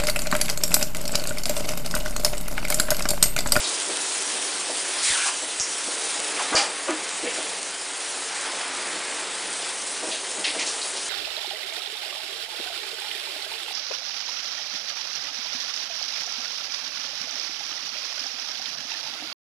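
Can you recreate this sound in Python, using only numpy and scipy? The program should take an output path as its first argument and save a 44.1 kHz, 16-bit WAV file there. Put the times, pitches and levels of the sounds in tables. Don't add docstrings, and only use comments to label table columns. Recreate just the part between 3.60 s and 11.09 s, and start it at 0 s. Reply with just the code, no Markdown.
import sys
import numpy as np
from scipy import signal
from scipy.fft import rfft, irfft, next_fast_len
from scipy.io import wavfile
from scipy.ndimage import uniform_filter1d

SR = 44100
rng = np.random.default_rng(int(sys.argv[2]) if len(sys.argv) > 2 else 0)


def store_wav(level_fs):
    pcm = np.round(np.clip(np.atleast_2d(level_fs), -1, 1) * 32767)
    wavfile.write(sys.argv[1], SR, pcm.T.astype(np.int16))


def field_ratio(decibels):
    return 10 ** (np.asarray(decibels, dtype=float) / 20)


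N = 330309


def evened(x):
    return x / np.sqrt(np.mean(x ** 2) + 1e-20)


def add(mix, start_s, sound):
    part = mix[round(start_s * SR):][:len(sound)]
    part += sound[:len(part)]


def coloured(x, points):
    size = next_fast_len(len(x))
    point_hz, point_db = np.transpose(points)
    hz = np.fft.rfftfreq(size, 1 / SR)
    gain = field_ratio(np.interp(np.log(hz + 1), np.log(point_hz + 1), point_db))
    return evened(irfft(rfft(x, size) * gain, size)[:len(x)])


def resonate(x, hz, width_hz):
    turn = np.exp(2j * np.pi * np.cumsum(hz * np.ones(len(x))) / SR)
    pole = np.exp(-np.pi * width_hz / SR)
    smooth = signal.lfilter([1 - pole], [1, -pole], x / turn)
    return 2 * (turn * smooth).real


def fading(t, rise_s, t60_s, bend=0.96):
    return (1 - np.exp(-t / rise_s)) * field_ratio(-60 * (t / t60_s) ** bend)


def patchy(patchy_db, flicker_db):
    real, imag, patches = rng.standard_normal((N // 128 + 5, 257, 3)).T
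    flicker = evened(uniform_filter1d(patches[0], size=5))
    patches = uniform_filter1d(patches, size=6, axis=0)
    patches = evened(uniform_filter1d(patches, size=20, axis=1))
    z = (real + 1j * imag) * field_ratio(patchy_db * patches + flicker_db * flicker)
    return evened(signal.istft(z, nperseg=512, noverlap=384)[1][:N])


def drops(per_s, spread_db):
    hit, size, sign = rng.random((N, 3)).T
    height = field_ratio(-spread_db * np.log(size + 0.001))
    return evened((hit < per_s / SR) * np.sign(sign - .5) * height)


# time_s, fizz_db (jets), patter_db (in the tub), drum_db (tub floor)
SPRAY_LEVELS = [(0.0, -27.5, -35, -40), (1.15, -28.5, -36, -41), (1.58, -27.5, -32, -42),
                (1.71, -29, -38, -43.5), (2.06, -31, -37, -43), (2.46, -28.5, -35, -40),
                (2.94, -30, -32, -37), (3.09, -33, -35, -39), (3.4, -33.5, -35.5, -41.5),
                (3.8, -30.5, -35, -40), (4.17, -34, -37.5, -44.5), (4.42, -31.5, -37, -43),
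                (4.92, -32, -33, -40.5), (5.46, -33.5, -33.5, -40.5), (6.26, -31, -37.5, -42.5),
                (6.82, -32.5, -38, -41.5), (6.97, -33, -36, -40), (7.49, -30.5, -38.5, -42.5)]
# hz, relative_db (per Hz)
FIZZ_SPECTRUM = [(1470, -33), (2500, -13), (2620, -8), (2830, -10.5), (2960, -7.5), (6290, -6),
                 (9580, -3.5), (10100, -3), (13100, -57), (22000, -120)]
# hz, relative_db (per Hz)
PATTER_SPECTRUM = [(470, -36), (800, -6), (873, -2.5), (999, -4), (1380, -1.5), (2180, -1.5), (4000, -8),
                   (5200, -9.5), (8800, -120)]
# hz, relative_db (per Hz)
DRUM_SPECTRUM = [(82, -70.5), (140, -36.5), (183, -12.5), (221, -18), (258, -9), (329, -6.5), (365, -2),
                 (445, -4.5), (476, -4.5), (519, -3), (628, -4), (715, -3.5), (1100, -10.5), (1430, -22.5),
                 (2420, -120)]


def spray():
    time_s, fizz_db, patter_db, drum_db = np.transpose(SPRAY_LEVELS)
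    t = np.arange(N) / SR
    fizz = coloured(patchy(1.65, 0.9) + 0.2 * drops(1500, 6.5), FIZZ_SPECTRUM)
    patter = coloured(patchy(0.49, 1.0) + 0.13 * drops(600, 3.6), PATTER_SPECTRUM)
    drum = coloured(patchy(0.94, 1.3) + 0.27 * drops(90, 2.5), DRUM_SPECTRUM)
    layers = ((fizz, fizz_db), (patter, patter_db), (drum, drum_db))
    return sum(x * field_ratio(np.interp(t, time_s, db)) for x, db in layers)


# start_s, level_db, centre_hz, half_width_octaves (to -6 dB), click_ratio; the narrow 4750 Hz
# row at 2.9532 s is the high ring of the hard knock
SLAP_EVENTS = [(.04, -17.5, 4140, .3, .2), (1.384, -20, 4170, 0.49, .2), (1.655, -20.5, 1000, 0.5, .1),
               (1.999, -14.5, 5930, .3, 2.8), (2.76, -22.5, 1900, .84, .2), (2.79, -19.5, 930, 0.7, .13),
               (2.9536, -15, 6030, 0.32, 2.9), (2.9532, -13.5, 4750, .15, .5), (3.279, -21.5, 1700, 1, .1),
               (3.663, -21.5, 2180, 0.62, .2), (3.77, -28.5, 3300, 0.29, .2), (6.019, -25, 3520, .83, .2),
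               (6.514, -20.5, 3200, 0.61, .69), (6.8416, -13, 3070, 0.77, .22),
               (6.987, -20.5, 2320, .4, .3), (6.991, -18, 4420, .77, .3), (7.064, -17.5, 5340, 0.77, .4),
               (7.212, -23.5, 4350, .28, .4), (7.359, -24, 4040, .67, .26)]
SLAP_T60_S, SLAP_T60_S_PER_OCTAVE = .24, .12


def slaps():
    out, t = np.zeros(N), np.arange(SR // 2) / SR
    steps = np.arange(-6, 7) / 2
    for start_s, level_db, hz, octaves, click_ratio in SLAP_EVENTS:
        band = [(hz * 2 ** (k * octaves), -6 * abs(k) ** 3) for k in steps]
        t60_s = SLAP_T60_S + SLAP_T60_S_PER_OCTAVE * octaves
        echoes = coloured(rng.standard_normal(len(t)), band) * fading(t, 0.0014, t60_s, 1.255)
        echoes /= 2.84
        click = resonate(resonate(1. * (t == 0), hz, hz / 2), hz, hz / 2)
        add(out, start_s, field_ratio(level_db) * (echoes + click_ratio * click / abs(click).max()))
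    return out


# time_s, lower_hz, upper_hz
SWISH_RINGS = [(1.41, 2900, 4700), (1.47, 2160, 4000), (1.52, 1950, 3750), (1.57, 1390, 2580),
               (1.64, 1580, 2380), (1.76, 1800, 2300)]
RELEASE_START_S, RELEASE_DB_PER_S = 1.69, -250
HISS_DB, HISS_RISE_S, HISS_SAG_DB_PER_S = -14, 0.033, -48
RING_DB, RING_RISE_S, RING_SAG_DB_PER_S = -26, 0.082, -18
LANDING_S, LANDING_WIDTH_S, LANDING_DB = 1.68, 0.039, 8


def swish():
    time_s, lower_hz, upper_hz = np.transpose(SWISH_RINGS)
    t = np.arange(time_s[0], time_s[-1], 1 / SR)
    age_s = t - time_s[0]
    ring_noise, hiss_noise, gurgle = rng.standard_normal((len(t), 3)).T
    wobble = 1 + 0.03 * evened(uniform_filter1d(gurgle, size=500))
    ring = np.zeros(len(t))
    for column_hz, width_hz in ((lower_hz, 400), (upper_hz, 900)):
        hz = np.interp(t, time_s, column_hz) * wobble
        ring += evened(resonate(resonate(ring_noise, hz, width_hz), hz, width_hz))
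    ring = evened(ring) * field_ratio(RING_DB + RING_SAG_DB_PER_S * age_s)
    ring *= np.minimum(age_s / RING_RISE_S, 1) ** 2
    landing_db = LANDING_DB * np.exp(-((t - LANDING_S) / LANDING_WIDTH_S) ** 2)
    hiss = coloured(hiss_noise, [(1200, -33), (2200, -10.0), (6000, -8.0), (9500, -3.5)])
    hiss *= field_ratio(HISS_DB + HISS_SAG_DB_PER_S * age_s + landing_db)
    hiss *= np.minimum(age_s / HISS_RISE_S, 1) ** 2
    release = field_ratio(RELEASE_DB_PER_S * np.maximum(t - RELEASE_START_S, 0))
    out = np.zeros(N)
    add(out, time_s[0], release * (ring + hiss))
    return out


# start_s, peak_db, centre_hz, half_width_octaves (to -9 dB), push_t60_s
BUMP_EVENTS = [(.285, -25.5, 416, .82, 0.053), (.55, -31.5, 350, 1.2, .1), (1.085, -23.5, 453, 1, .09),
               (1.82, -30.5, 500, 0.83, 0.044), (2.27, -28, 400, 0.59, .05), (2.918, -24, 310, .32, .05),
               (2.922, -17.5, 1200, 0.64, .075), (2.933, -19, 523, 0.64, 0.03),
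               (3.274, -22.5, 570, 0.14, .07), (3.275, -22.5, 1190, .38, .03),
               (3.289, -19.5, 315, .14, .16), (3.292, -20, 910, 0.98, 0.094),
               (3.626, -23.5, 335, 0.72, 0.039), (3.643, -23.5, 486, 0.31, .2), (3.775, -26, 500, 1.3, .07),
               (5.17, -32.5, 330, 1.7, .07), (6.42, -23, 470, 1.14, .065), (6.465, -26, 448, 1.6, 0.26),
               (6.77, -27, 450, 2, .16), (6.94, -25.5, 480, 1.2, .12)]
# hz, relative_db, t60_s
TUB_MODES = [(115, -12.5, 0.11), (194, -4, 0.19), (261, -4, 0.18), (310, 1, 0.093), (327, -6, 0.24),
             (400, -3.5, 0.13), (486, 1, 0.088), (550, -3.5, 0.13), (639, 4, 0.13), (749, 2, 0.084),
             (896, 0, 0.093), (970, 1.5, 0.2), (1172, 1, 0.11), (1240, -1, 0.11), (1450, 1.5, 0.11),
             (1615, 3.5, 0.14), (2010, 9, 0.13), (2810, -16, .04)]


def bumps():
    out, t = np.zeros(N), np.arange(SR // 2) / SR
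    for start_s, peak_db, centre_hz, octaves, push_t60_s in BUMP_EVENTS:
        push = rng.standard_normal(len(t)) * fading(t, 0.0017, push_t60_s)
        ring = np.zeros(len(t))
        for hz, mode_db, t60_s in TUB_MODES:
            width_hz = np.log(1000) / np.pi / t60_s
            near_db = -9 * (np.log2(hz / centre_hz) / octaves) ** 2
            mode = resonate(resonate(push, hz, width_hz), hz, 4 * width_hz)
            ring += field_ratio(mode_db + near_db) * evened(mode)
        add(out, start_s, field_ratio(peak_db) * ring / abs(ring).max())
    return out


# hz, width_hz, relative_db
KNOCK_MODES = [(570, 44, -4.5), (820, 35, 3.5), (1250, 60, -5), (1776, 90, -7), (2380, 57, 0),
               (3010, 80, -7.5), (4620, 180, -3.5), (4860, 190, -4)]
# hz, relative_db (per Hz)
SPLASH_SPECTRUM = [(250, -36), (600, -10), (1500, -8), (3000, -7.5), (5000, -13), (9000, -13.5)]
KNOCK_S, KNOCK_DB, KNOCK_T60_S = 2.957, -19.5, 0.27


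def knock():
    out, t = np.zeros(N), np.arange(SR // 2) / SR
    body_noise, splash_noise = rng.standard_normal((len(t), 2)).T
    body = np.zeros(len(t))
    for hz, width_hz, mode_db in KNOCK_MODES:
        body += field_ratio(mode_db) * resonate(resonate(body_noise, hz, width_hz), hz, 3 * width_hz)
    hit = evened(body) + 1.24 * coloured(splash_noise, SPLASH_SPECTRUM)
    add(out, KNOCK_S, field_ratio(KNOCK_DB) * hit * fading(t, 0.0052, KNOCK_T60_S, 1.48))
    return out


# start_s, level_db (before the high-pass), rise_s
THUMP_EVENTS = [(1.503, -34, 0.0014), (1.52, -42, 0.0029), (2.003, -32, 0.0007), (2.948, -24, 0.00067)]


def thumps():
    out = np.zeros(N)
    for start_s, level_db, rise_s in THUMP_EVENTS:
        u = np.arange(4000) / SR / rise_s
        add(out, start_s, field_ratio(level_db) * u * np.exp(1 - u))
    return signal.lfilter(*signal.butter(1, 30, "high", fs=SR), out)


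# hz, relative_db (per Hz)
RUMBLE_SPECTRUM = [(15, -39), (30, -23.5), (50, -15), (80, -13), (115, 4.5), (140, 0), (170, -12.5),
                   (250, -55)]
# time_s, level_db
RUMBLE_LEVELS = [(0.0, -67), (0.62, -75), (3.84, -73), (4.34, -78), (4.67, -71), (5.61, -78), (5.8, -74),
                 (7.11, -73), (7.49, -77)]


def rumble():
    t = np.arange(N) / SR
    level_db = np.interp(t, *np.transpose(RUMBLE_LEVELS))
    return coloured(patchy(3.1, 1.5), RUMBLE_SPECTRUM) * field_ratio(level_db)


HUM_HZ, HUM_BEFORE_DB, HUM_DB = 57.5, -86, -76
HUM_ON_S, HUM_OFF_S = 3, 6.95


def hum():
    t = np.arange(N) / SR
    on = np.clip((t - HUM_ON_S) / .06, 0, 1) * np.clip((HUM_OFF_S - t) / .4 + 1, 0, 1)
    level_db = HUM_BEFORE_DB + (HUM_DB - HUM_BEFORE_DB) * on
    return np.sqrt(2) * field_ratio(level_db) * np.sin(2 * np.pi * HUM_HZ * t)


ROOM_T60_S, ROOM_DB = 0.49, -14


def room(x):
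    t = np.arange(SR // 2) / SR
    tail = coloured(rng.standard_normal(len(t)), [(100, -0.5), (800, 0), (2000, -5), (8000, -11.0)])
    tail = tail * fading(t, 0.0057, ROOM_T60_S)
    response = field_ratio(ROOM_DB) * tail / np.linalg.norm(tail) + (t == 0)
    return signal.oaconvolve(x, response / np.linalg.norm(response))[:N]


def scene():
    mono = room(spray() + rumble()) + slaps() + swish() + bumps() + knock() + thumps() + hum()
    return np.array([mono, mono])


def roll_off(x):
    return signal.sosfilt(signal.butter(12, 11350, fs=SR, output="sos"), x)


def record(dry):
    edge = signal.firwin(511, 10050, window=("kaiser", 10), fs=SR)
    mix = signal.oaconvolve(dry, edge[None], "same")
    return roll_off(mix)


dry = scene()
out = record(dry)
store_wav(out)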